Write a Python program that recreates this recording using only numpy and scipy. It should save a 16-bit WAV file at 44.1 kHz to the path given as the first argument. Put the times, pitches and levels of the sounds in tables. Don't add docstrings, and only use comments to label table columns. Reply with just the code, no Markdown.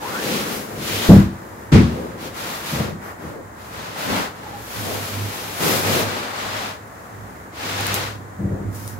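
import sys
import numpy as np
from scipy import signal
from scipy.fft import irfft, next_fast_len
from scipy.io import wavfile

SR = 44100
rng = np.random.default_rng(int(sys.argv[2]) if len(sys.argv) > 2 else 0)


def dump(signal):
    limited = np.clip(np.atleast_2d(signal).T, -1, 1)
    pcm = np.round(limited * 32767).astype(np.int16)
    wavfile.write(sys.argv[1], SR, pcm)


N = 396459
TIME = np.arange(N) / SR
BIN_HZ = np.fft.rfftfreq(next_fast_len(N), 1 / SR)


def from_db(db):
    return 10 ** (np.asarray(db) / 20)


def rms_one(x):
    return x / np.sqrt(np.mean(x ** 2) + 1e-20)


def pan(x, left_db):
    return x * from_db([[left_db / 2], [-left_db / 2]])


def add(track, s, sound):
    start = round(s * SR)
    track[..., start:start + sound.shape[-1]] += sound[..., :N - start]


def drift(rate):
    step = 40
    settle = 2000
    r = np.exp(-2 * np.pi * rate * step / SR)
    noise = rng.standard_normal(N // step + settle + 2)
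    slow = rms_one(signal.lfilter([1], [1, -2 * r, r * r], noise)[settle:])
    return np.interp(np.arange(N) / step, np.arange(len(slow)), slow)


def room_noise(spectrum):
    mic_spacing_m, sound_speed = 0.21, 343
    left_lag_s, direct_share = 0.000439, 0.061
    ripple_spacing_hz, ripple_depth = 5.9, 1
    hz, level_db = np.transpose(spectrum)
    colour = from_db(np.interp(np.log(BIN_HZ + 1), np.log(hz), level_db))
    ripple = np.cos(2 * np.pi * BIN_HZ / ripple_spacing_hz)
    colour *= 1 + ripple_depth / (1 + BIN_HZ / 3000) * ripple
    mid, side, straight = rng.standard_normal((3, 2 * len(BIN_HZ))).view(complex)
    alike = np.sinc(2 * BIN_HZ * mic_spacing_m / sound_speed) * 0.95
    diffuse = np.sqrt((1 + alike) / 2) * mid + np.sqrt((1 - alike) / 2) * side * [[1], [-1]]
    direct = np.array([straight * np.exp(-2j * np.pi * BIN_HZ * left_lag_s), straight])
    both = np.sqrt(1 - direct_share) * diffuse + np.sqrt(direct_share) * direct
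    return rms_one(irfft(colour * both, next_fast_len(N))[:, :N])


def swell_and_die(swell, t60):
    t = TIME[:SR]
    return (1 - np.exp(-t / max(swell, 1e-4))) * from_db(-60 * t / t60)


def linger(power):
    t60 = 0.29
    keep = from_db(-120 / (t60 * SR))
    return 10 * np.log10(signal.lfilter([1 - keep], [1, -keep], power + 1e-12))


def still_room():
    # frequency in Hz, relative density in dB per Hz.
    murmur_spectrum = [(18, -34), (30, -52), (60, -3.5), (97, -1.5), (150, -8), (550, -8.5), (780, -8),
                       (1020, -7), (1400, -10.5), (1870, -12.5), (2700, -29.5), (5400, -31), (7000, -25.5),
                       (9400, -32), (15500, -32)]
    return from_db(-39.5) * room_noise(murmur_spectrum)


def pull_levels():
    pull_rows = [(-0.1, 0.23, 0.31, 0.21, -38, 4, -3.5, 5), (0.129, .17, 0.044, 0.14, -31.5, -21, -6, 2.5),
                 (0.42, 0.072, 0.047, 0.12, -39.5, -8, 1, 6), (0.547, 0.078, 0.11, .1, -48.5, 7, 0.5, 12.5),
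                 (0.718, 0.21, 0.094, 0.13, -30.5, -5, -4.5, 0.5),
                 (0.994, .06, 0.069, .14, -38, 7.5, -3, 4), (1.25, .12, 0.27, .1, -61.5, 13.5, 3, 17),
                 (1.8, 0.12, 0.052, 0.32, -53, 8.5, -5, 21), (2.149, .09, 0.0092, .05, -40, 0.5, -6, 5.5),
                 (2.296, .11, 0.073, 0.23, -37, 1.5, -4, -1), (2.566, .12, .02, 0.12, -35, 0, -3.5, -4),
                 (2.7, 0.052, 0.037, 0.13, -37.5, 4, -8, 3.5), (2.98, 0.058, .02, .09, -53.5, 16, 3, 11),
                 (3.146, 0.085, 0.028, 0.11, -53.5, 11.5, -2, 16),
                 (3.504, 0.16, .1, 0.092, -50.5, 6, -2, -8), (3.674, 0.11, 0.1, .14, -42, 3, -9.5, 1),
                 (3.921, 0.072, 0.18, .09, -35.5, 3.5, -5, 1), (4.052, 0.049, 0.066, .13, -34, 4.5, -12, 3),
                 (4.25, .2, 0.092, .14, -49, 5, -5.5, 5), (4.52, 0.1, 0.072, .1, -48.5, -1, 2, -3),
                 (4.612, 0.22, 0.06, .3, -36.5, 0, -1.5, -2), (4.914, 0.15, 0.48, .16, -39, 0.5, -2, 0.5),
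                 (5.545, 0.12, 0.042, 0.15, -27, 0.5, -1, 4),
                 (5.752, 0.15, 0.064, 0.079, -27.5, 0, -4, 3.5),
                 (5.97, 0.073, 0.087, 0.25, -34.5, 2.5, -10.5, 1),
                 (6.217, .21, 0.17, .17, -35, 2.5, -10.5, -3.5),
                 (6.72, 0.23, 0.43, .13, -62.5, 13.5, 3, 10), (7.494, 0.19, 0.23, 0.2, -33, 0, -10, -3),
                 (7.7, 0.17, 0.14, 0.13, -35, 1.5, -11, -2), (8.693, 0.056, 0.11, 0.12, -55, 6, 8.5, 7)]
    speed_powers = np.array([[0.55], [0.79], [0.72], [0.85]])
    held_db = [[-54], [-np.inf], [-np.inf], [-49]]
    power = np.zeros((4, N)) + from_db(held_db) ** 2
    for s, rise, hold, fall, rub_db, brush_db, hiss_db, drag_db in pull_rows:
        t = TIME[(TIME >= s) & (TIME < s + rise + hold + fall)] - s
        ramp = np.interp(t, np.cumsum([0, rise, hold, fall]), [0, 1, 1, 0])
        speed = np.sin(np.pi / 2 * ramp) ** 2
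        peak_db = rub_db + np.array([[brush_db], [0], [hiss_db], [drag_db]])
        add(power, max(s, 0), (from_db(peak_db) * speed ** speed_powers) ** 2)
    return linger(power)


def sliding_cloth(brush_db, rub_db, hiss_db):
    # frequency in Hz, relative density in dB per Hz.
    brush_spectrum = [(300, -24), (600, -0.5), (900, 1.5), (1300, 1), (2000, -5), (2900, -16), (6000, -50)]
    rub_spectrum = [(600, -13), (1500, -2.5), (2300, 2), (3000, 1), (4100, 0), (5500, -4.5), (7200, -8),
                    (9000, -13.5), (15000, -30)]
    hiss_spectrum = [(2500, -27), (5000, 0), (7000, 0.5), (8500, -3), (10000, 0), (12200, 2.5), (14000, 0),
                     (16000, -2.5)]
    brush_trim_db, rub_trim_db, hiss_trim_db = 3.0, 4.0, 5.0
    catch_db, grain_db = 0.5, 0.06
    friction_db = catch_db * drift(31) + grain_db * drift(400)
    brush = from_db(brush_db + brush_trim_db) * room_noise(brush_spectrum)
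    rub = from_db(rub_db + rub_trim_db) * room_noise(rub_spectrum)
    hiss = from_db(hiss_db + hiss_trim_db) * room_noise(hiss_spectrum)
    return from_db(friction_db) * (brush + rub + hiss)


def cloth_bands():
    # start in seconds, length in seconds, start pitch in Hz, end pitch
    # in Hz, half-width of the band as a share of the start pitch, level in dB before panning.
    band_rows = [(0.0, 0.11, 784, 1044, 0.09, -31), (0.056, .22, 1050, 1987, 0.13, -32),
                 (0.849, 0.3, 2910, 3780, 0.16, -32), (1.72, 0.12, 2210, 2010, .13, -27),
                 (1.92, 0.18, 490, 461, 0.16, -33), (2.721, 0.25, 519, 431, .3, -32),
                 (3.262, 0.2, 451.4, 488, 0.36, -36), (4.047, 0.2, 245.4, 225.6, 0.19, -27.5),
                 (4.4, 0.233, 864, 812, 0.033, -38), (4.799, 0.25, 477.5, 559.6, 0.49, -29.5),
                 (5.605, 0.12, 406, 341, 0.2, -26.5), (5.821, 0.29, 652.5, 562, 0.17, -29.5),
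                 (8.37, 0.359, 500, 430, 0.35, -34)]
    out = np.zeros((2, N))
    for s, length, start_hz, end_hz, width, level_db in band_rows:
        progress = np.minimum(TIME[:SR] / length, 1)
        pitch_hz = start_hz + (end_hz - start_hz) * progress
        phase = 2 * np.pi * np.cumsum(pitch_hz) / SR
        unevenness = signal.butter(2, np.clip(width * start_hz, 5, 5000), fs=SR, output="sos")
        a, b = signal.sosfilt(unevenness, rng.standard_normal((2, 2, SR)))
        band = rms_one(a * np.cos(phase) + b * np.sin(phase))
        add(out, max(s, 0), from_db(level_db) * np.sin(np.pi * progress) * band)
    return out


def lean_level():
    # start in seconds, length in seconds,
    # rumble in dB before lingering and trim.
    lean_rows = [(0.22, 0.22, -41), (0.68, .1, -40.5), (0.858, 0.16, -37), (2.76, 0.25, -36),
                 (3.7, 0.15, -40), (4.004, 0.17, -34.5), (4.46, 0.18, -40), (4.73, .16, -29.5),
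                 (4.898, 0.15, -35), (5.08, 0.22, -29), (5.68, 0.54, -30.5), (6.33, 0.32, -38),
                 (7.06, 0.27, -37.5), (7.565, 0.8, -33), (8.56, 0.26, -28.5), (8.723, 0.36, -34)]
    resting_rumble_db = -49
    power = np.full(N, from_db(resting_rumble_db) ** 2)
    for s, length, level_db in lean_rows:
        swell = np.sin(np.pi * TIME[TIME < length] / length)
        add(power, s, (from_db(level_db) * swell) ** 2)
    return linger(power)


def moving_weight(rumble_db, drag_db):
    # frequency in Hz, relative density in dB per Hz.
    rumble_spectrum = [(20, -37), (45, -34), (65, -2.5), (85, -31), (101, 13), (120, -7.5), (170, -8.5),
                       (300, -9.5), (700, -67)]
    drag_spectrum = [(70, -31), (140, 0.5), (235, 1.5), (340, -0.5), (520, 0.5), (700, -9.5), (1000, -10.5),
                     (2000, -33.5)]
    rumble_trim_db, drag_trim_db = 0.5, 1.5
    lumps_db = 0.6 * drift(6.9)
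    rumble = from_db(rumble_db + rumble_trim_db) * room_noise(rumble_spectrum)
    drag = from_db(drag_db + drag_trim_db + lumps_db) * room_noise(drag_spectrum)
    return pan(rumble, left_db=-3.5) + pan(drag, left_db=3.0)


def flaps():
    # start in seconds, room ring in dB before its trim, dull puff of air
    # in dB, bright slap in dB (both before their envelopes), swell time of the ring and puff in
    # seconds, place in the room from 0 to 1.
    flap_rows = [(0.769, -26, -36, -70, 0.03, 1), (1.089, 4, -3, -33, 0.0025, 0.43),
                 (1.118, -1.5, -12.5, -30.5, 0.0015, 0.13), (1.15, -7.5, -24, -59, 0.0023, 0.32),
                 (1.717, 3, 3.5, -17.5, 0.034, 1), (2.717, -19.5, -25, -41, .015, 1),
                 (2.788, -21.5, -22, -41, 0.0072, 1), (2.914, -30, -30, -63, 0.0077, 0.5),
                 (3.239, -41, -30.5, -62, 0.015, 0.7), (4.098, -29.5, -27, -33, 0.008, 0.1),
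                 (5.61, -42, -28, -40, 0.039, 0.5), (8.385, -18.5, -18.5, -75, 0.032, 0.23),
                 (8.436, -21.5, -32, -66, 0.011, 0.05), (8.514, -25, -26.5, -62, 0.008, 0.1),
                 (8.6, -27.5, -26, -70, 0.027, 0.06)]
    # frequency in Hz, 60 dB decay time in seconds,
    # answer in dB to a flap at place 0, answer in dB to a flap at place 1.
    mode_rows = [(60.3, 0.34, -8.5, -25), (75.7, 0.52, -37, -12), (100.8, 0.33, -0.5, -38),
                 (121.9, 0.41, -6, -14), (138.2, 0.24, -11, -0.5), (160.2, 0.29, -9, -2),
                 (196.5, 0.31, 3.5, -10), (210.9, .38, -26, -9), (237.4, 0.53, -20, -10.5),
                 (290, 0.23, -7, -30), (328.6, 0.43, -9.5, -12), (441, 0.29, -37, -17.5),
                 (510.6, 0.36, -24.5, -37)]
    # frequency in Hz, relative density in dB per Hz.
    puff_spectrum = [(20, -18), (45, -17), (75, 1.5), (150, 2), (240, -1), (350, -6.5), (500, -18.5),
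                     (900, -24.5), (1600, -28), (4000, -63)]
    slap_spectrum = [(200, -32), (600, 0), (1200, 4.5), (2200, -1.5), (3000, -2.5), (4300, -4.5),
                     (6500, -10.5), (9000, -17.5), (15000, -25)]
    ring_trim_db = 2.5
    ring, puff, slap = np.zeros((3, N))
    for s, ring_db, puff_db, slap_db, swell, place in flap_rows:
        for k, (hz, t60, first_db, second_db) in enumerate(mode_rows):
            answer_db = np.interp(place, [0, 1], [first_db, second_db])
            gain = (-1) ** k * from_db(ring_trim_db + ring_db + answer_db)
            add(ring, s, gain * swell_and_die(swell, t60) * np.sin(2 * np.pi * hz * TIME[:SR]))
        add(puff, s, from_db(puff_db) * swell_and_die(swell, t60=0.39))
        add(slap, s, from_db(slap_db) * swell_and_die(swell=0.0083, t60=0.6))
    return ring + puff * room_noise(puff_spectrum) + slap * room_noise(slap_spectrum)


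def sparks():
    # start in seconds, crack in dB, room tail in dB, before the envelopes.
    spark_rows = [(7.809, -12, -41), (7.8676, -8, -35), (7.9425, -2.5, -23.5), (8.743, -39, -38),
                  (8.8776, -17, -36)]
    # frequency in Hz, relative density in dB per Hz.
    crack_spectrum = [(1000, -24), (3000, -7), (6000, 1), (12000, 3), (16000, -0.5)]
    wall_delay = 0.0034
    envelope = np.zeros(N)
    for s, crack_db, tail_db in spark_rows:
        add(envelope, s, from_db(crack_db) * swell_and_die(swell=0, t60=0.0033))
        add(envelope, s + wall_delay, from_db(tail_db) * swell_and_die(swell=0.001, t60=0.17))
    return envelope * room_noise(crack_spectrum)


def scene():
    brush_db, rub_db, hiss_db, drag_db = pull_levels()
    sheet = sliding_cloth(brush_db, rub_db, hiss_db) + cloth_bands() + sparks()
    weight = moving_weight(lean_level(), drag_db)
    return pan(sheet, left_db=1.5) + pan(flaps(), left_db=1.7) + weight + still_room()


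def record(dry):
    ceiling, overload_hz, cutoff_hz = 0.9, 2300, 15750
    excess = dry - dry / (1 + (dry / ceiling) ** 8) ** (1 / 8)
    low_pass = signal.butter(2, overload_hz, fs=SR, output="sos")
    flattened = dry - signal.sosfiltfilt(low_pass, excess)
    top_cut = signal.ellip(12, 0.1, 80, cutoff_hz, fs=SR, output="sos")
    return signal.sosfilt(top_cut, flattened)


dry = scene()
out = record(dry)
dump(out)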